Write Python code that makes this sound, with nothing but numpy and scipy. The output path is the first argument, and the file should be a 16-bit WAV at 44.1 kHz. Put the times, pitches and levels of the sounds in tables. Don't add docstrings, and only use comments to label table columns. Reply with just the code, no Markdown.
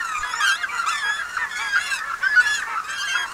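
import sys
import numpy as np
from scipy import signal
from scipy.fft import rfft, irfft, next_fast_len
from scipy.io import wavfile

SR = 44100
rng = np.random.default_rng(int(sys.argv[2]) if len(sys.argv) > 2 else 0)


def persist_wave(psi):
    counts = np.round(np.clip(psi, -1, 1) * 32767).astype(np.int16)
    wavfile.write(sys.argv[1], SR, np.atleast_2d(counts).T)


N = 146853
TOP_HZ = 15700

# freq_hz, gain_db
MEW_THROAT = [(3300, 9.5), (4300, -5.5), (4850, -2), (6400, 1), (8200, -15), (10000, -7), (12000, -25),
              (15500, -45)]
# time_s, pitch_hz, fundamental_db, overtone_drive_db
MEW_CONTOURS = [
    [(0.23, 1680, -22.5, -52), (0.32, 1678, -43, -45.5), (0.385, 1910, -39, -61.5),
     (0.41, 1680, -26, -42.5), (0.45, 1590, -21.5, -37), (0.5, 1573, -20.5, -38.5), (0.55, 1637, -24, -42),
     (0.575, 2020, -71, -36), (0.6, 2230, -55, -43), (0.63, 1698, -58, -44.5), (0.66, 1520, -35, -66)],
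    [(0.9, 1720, -39, -43), (0.95, 1753, -25, -42), (1.005, 1779, -33.5, -44), (1.045, 1642, -22.5, -45.5),
     (1.125, 1692, -23.5, -42.5), (1.17, 1739, -42, -42), (1.23, 1638, -33, -55)],
    [(1.51, 1750, -28, -44.5), (1.58, 1686, -39, -52.5), (1.69, 1632, -24.5, -47), (1.755, 1593, -22, -50),
     (1.87, 1746, -41, -44), (1.93, 1604, -31, -56)],
    [(2.28, 1728, -31, -58), (2.35, 1697, -21, -67), (2.365, 1683, -40, -67), (2.415, 1742, -27, -51.5),
     (2.48, 1686, -20.5, -43), (2.555, 1707, -30, -38), (2.61, 1470, -25, -60)],
    [(2.88, 1546, -32, -53), (2.98, 1627, -35, -48), (3.02, 1554, -35.5, -38), (3.045, 1660, -24.5, -57),
     (3.09, 1548, -32, -38), (3.13, 1594, -25.5, -43.5), (3.175, 1658, -24.5, -39),
     (3.25, 1614, -27, -42.5)],
]


def mews():
    return long_calls(MEW_CONTOURS, MEW_THROAT, rough=.14)


# freq_hz, gain_db
RASP_THROAT = [(2700, -2), (4100, -7), (5300, -11), (7500, -9.5), (12000, -27), (15500, -31)]
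# time_s, pitch_hz, fundamental_db, overtone_drive_db
RASP_CONTOURS = [
    [(0, 1439, -32.5, -42.5), (0.16, 1215, -25.5, -38.5), (0.25, 1242, -34, -45.5), (0.37, 1285, -42, -43)],
    [(0.4, 1141, -25, -34.5), (0.475, 1466, -22, -27), (0.51, 1335, -24, -28.5), (0.59, 1265, -50, -56)],
    [(0.68, 1370, -51, -47), (0.78, 1414, -28.5, -37), (0.84, 1315, -29, -44)],
    [(0.86, 1139, -25, -34.5), (0.9, 1377, -24, -27.5), (0.95, 1179, -28, -33.5), (1.03, 1020, -70, -41)],
    [(1.02, 1240, -41.5, -52), (1.25, 1414, -34, -48.5), (1.37, 1415, -47, -40), (1.46, 1244, -31, -63)],
    [(1.49, 1078, -45, -49.5), (1.57, 1104, -68, -36), (1.74, 1252, -59, -44), (1.83, 1401, -53, -34.5),
     (1.95, 1328, -59, -28.5), (2.01, 1185, -25.5, -39)],
    [(2.4, 1290, -56, -37), (2.47, 1418, -65, -33.5), (2.58, 1368, -38, -33.5), (2.645, 1106, -32, -44.5)],
    [(2.84, 1243, -38, -43.5), (3.0, 1416, -37, -36.5), (3.13, 1369, -66, -37.5), (3.2, 1272, -46, -49.5),
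     (3.33, 1421, -34.5, -39.5)],
]


def rasps():
    return long_calls(RASP_CONTOURS, RASP_THROAT, rough=.65)


def long_calls(contours, throat, rough):
    flip_hz, fade_db_per_hz = 1770, .07
    out = np.zeros(N)
    for contour in contours:
        times, *columns = np.array(contour).T
        t = np.arange(times[0], times[-1], 1 / SR)
        hz, fundamental_db, drive_db = (np.interp(t, times, c) for c in columns)
        phase, envelope = syrinx(hz, rough)
        octave = colour(2 * hz, throat) * partial(phase, 2, rough)
        upper_gain = undb(-fade_db_per_hz * np.maximum(hz - flip_hz, 0))
        upper = upper_gain * harmonics(phase, hz, rough, throat, lowest=3)
        fundamental = undb(fundamental_db) * partial(phase, 1, rough)
        overtones = undb(drive_db) * (octave + upper)
        add(out, times[0], (fundamental + overtones) * envelope)
    return out


# freq_hz, gain_db
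YELP_THROAT = [(2000, 0), (2700, -23), (7000, -37), (15500, -70)]
# start_s, length_s, from_hz, to_hz, base_level_db, roughness
YELP_NOTES = [(0, 0.022, 1900, 1694, -31, 0), (.336, 0.011, 1440, 1160, -21.5, 0),
              (.631, 0.024, 1704, 1470, -27.5, 0), (0.719, 0.14, 1407, 1306, -37.5, 0.94),
              (0.869, 0.02, 1182, 1334, -27, 0.04), (1.186, 0.04, 1692, 1600, -34.5, 0.3),
              (1.367, 0.015, 1590, 1104, -23.5, .25), (1.383, 0.079, 1880, 1742, -34, 0.29),
              (1.755, 0.031, 1378, 1502, -24, 0.2), (1.913, 0.031, 1625, 1564, -30.5, 0.1),
              (1.999, 0.155, 1304, 1382, -37.5, 0.88), (2.229, 0.052, 1504, 1579, -25, 0.13),
              (2.358, 0.053, 1481, 1452, -22, 0), (2.618, 0.02, 2084, 1280, -31.5, 0.3),
              (2.69, 0.12, 1318, 1316, -34.5, 0.69), (3.15, 0.019, 1450, 1420, -24, 0.2),
              (3.178, 0.0925, 1053, 882, -48, 0.42)]


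def yelps():
    out = np.zeros(N)
    for start, length, from_hz, to_hz, base_db, rough in YELP_NOTES:
        hz = np.linspace(from_hz, to_hz, int(length * SR))
        swell_db = np.linspace(5.5, 11, len(hz))
        phase, envelope = croak(hz, rough)
        tone = harmonics(phase, hz, rough, YELP_THROAT)
        add(out, start, undb(base_db + swell_db) * envelope * tone)
    return out


# start_s, length_s, nominal_from_hz, nominal_to_hz, level_db, roughness
SQUEAK_NOTES = [(0.139, .05, 2550, 2340, -29, 0.83), (0.183, 0.043, 7200, 6940, -40.5, 0.2),
                (0.321, 0.092, 5350, 5740, -39, 0.6), (0.353, 0.046, 7000, 7430, -36, 0.25),
                (0.688, 0.036, 2400, 2390, -32, 0.75), (1.558, 0.085, 2150, 2410, -31.5, 0.4),
                (1.668, 0.12, 5050, 4940, -39, 1.1), (2.226, 0.19, 5450, 4660, -41, 0.67),
                (2.352, 0.085, 4400, 4930, -41, 0.9), (2.898, 0.026, 8400, 7700, -37, 0.8),
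                (2.959, 0.019, 5300, 4750, -36.5, 0.5), (3.001, 0.053, 4800, 5230, -39, 1),
                (3.09, .025, 5150, 4400, -43, 0.4), (3.096, 0.083, 2850, 2630, -32.5, .2)]


def squeaks():
    out = np.zeros(N)
    for start, length, from_hz, to_hz, db, rough in SQUEAK_NOTES:
        hz = np.linspace(from_hz, to_hz, int(length * SR))
        phase, envelope = croak(hz, rough)
        add(out, start, undb(db) * envelope * partial(phase, 0.98, rough))
    return out


FLUTTER_HZ, ATTACK_S, RELEASE_S = 188.6, 0.003, 0.011


def syrinx(hz, rough):
    n = len(hz)
    t = np.arange(n) / SR
    waver = 1 + 0.0053 * (1 + 2 * rough) * walk(n, 60.33)
    phase = phase_of(hz * waver)
    flutter_hz = FLUTTER_HZ * (1 + 0.212 * walk(n, 48.56))
    flutter = 1 + rough * 0.46 * np.sin(phase_of(flutter_hz))
    stutter = undb(rough * 7.5 * np.tanh(walk(n, 141.6)))
    fades = np.clip(t / ATTACK_S, 0, 1) * np.clip((t[-1] - t) / RELEASE_S, 0, 1)
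    return phase, unit(flutter * stutter) * fades


def croak(hz, rough):
    phase, envelope = syrinx(hz, rough)
    slip_rad = rough * .85 * walk(len(hz), FLUTTER_HZ)
    return phase + slip_rad, envelope


def harmonics(phase, hz, rough, throat, lowest=1, highest=11):
    out = 0
    for k in range(lowest, min(int(TOP_HZ / hz.mean()), highest) + 1):
        shimmer_db = 4 * min((k - 1) / 3, 1) * walk(len(hz), 36)
        out = out + colour(k * hz, throat) * undb(shimmer_db) * partial(phase, k, rough)
    return out


def partial(phase, ratio, rough):
    jitter_rad = rough * .4 * ratio * walk(len(phase), 700)
    return np.sqrt(2) * np.sin(ratio * phase + jitter_rad)


# freq_hz, gain_db
FAR_THROAT = [(400, -16), (650, -14.5), (900, 1.5), (2100, 0.5), (3000, -12.5)]


def far_birds(base_hz, level_db, rough, calls, highest):
    typical_s = .13
    out = np.zeros(N)
    for i, (nudge, pitch, length, strength, slide) in enumerate(rng.uniform(-1, 1, (calls, 5))):
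        progress = np.linspace(0, 1, int(typical_s * (1 + 0.393 * length) * SR))
        arch = np.sin(np.pi * progress ** 0.691)
        hz = base_hz * np.exp(.35 * pitch + .15 * slide * progress) * (1 + .2 * arch)
        phase, envelope = croak(hz, rough)
        tone = harmonics(phase, hz, rough, FAR_THROAT, highest=highest)
        start = (i + nudge) / (calls - 1) * N / SR - typical_s / 2
        add(out, start, undb(2 * strength) * arch * envelope * tone)
    return undb(level_db) * unit(out)


def cliff_echo(x):
    send_db, t60_s, predelay_s = -11, .09, .008
    t = np.arange(SR // 2) / SR
    tail = rng.standard_normal(len(t)) * undb(-60 * t / t60_s) * (t > predelay_s)
    tail /= np.sqrt(np.sum(tail ** 2))
    dull_tail = tint(tail, [(2000, 1.0), (10000, -3.5)])
    return undb(send_db) * signal.fftconvolve(x, dull_tail)[:N]


# freq_hz, gain_db
SEA_COLOUR = [(80, -8), (125, -16.5), (400, -12), (600, -13), (1400, 1), (3000, -17), (7000, -16),
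              (15500, -33)]


def sea(level_db=-39.5):
    wash = unit(tint(rng.standard_normal(N), SEA_COLOUR))
    return wash * undb(level_db + wobble(N, 1.5))


def hum(pitch_hz=177, level_db=-64.5):
    return undb(level_db) * np.sqrt(2) * np.sin(phase_of(pitch_hz + wobble(N, 4.4)))


# peak_s, half_width_s, level_db
WIND_PUFFS = [(.215, 0.03, -37.5)]


def wind():
    t = np.arange(N) / SR
    envelope = sum(undb(db) * np.exp(-((t - peak) / width) ** 2) for peak, width, db in WIND_PUFFS)
    return wobble(N, 66) * envelope


def undb(db):
    return np.exp(np.asarray(db) * np.log(10) / 20)


def unit(x):
    return x / np.sqrt(np.mean(x ** 2) + 1e-18)


def phase_of(hz):
    return 2 * np.pi * np.cumsum(hz) / SR


def colour(hz, curve):
    freqs, db = np.array(curve).T
    return undb(np.interp(np.log(hz + 1), np.log(freqs), db))


def tint(x, curve):
    return irfft(rfft(x) * colour(np.fft.rfftfreq(len(x), 1 / SR), curve), len(x))


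def walk(n, hz):
    return np.interp(np.arange(n) * hz / SR, np.arange(512), rng.standard_normal(512))


def wobble(n, hz):
    size = next_fast_len(n + 8192)
    rolloff = np.exp(-.5 * (np.fft.rfftfreq(size, 1 / SR) / hz) ** 2)
    return unit(irfft(rfft(rng.standard_normal(size)) * rolloff, size))[:n]


def add(out, start_s, x):
    i = int(start_s * SR)
    x, i = x[max(-i, 0):], max(i, 0)
    out[i:i + len(x)] += x[:max(N - i, 0)]


def scene():
    gulls = mews() + rasps()
    far_low = far_birds(base_hz=428.9, level_db=-36.5, rough=.26, calls=26, highest=6)
    far_mid = far_birds(base_hz=1302, level_db=-36, rough=.45, calls=64, highest=1)
    birds = gulls + yelps() + squeaks() + far_low + far_mid
    return (birds + cliff_echo(birds) + sea() + hum() + wind())[None]


def record(dry):
    return signal.sosfilt(signal.ellip(10, .2, 80, TOP_HZ, fs=SR, output="sos"), dry)


dry = scene()
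out = record(dry)
persist_wave(out)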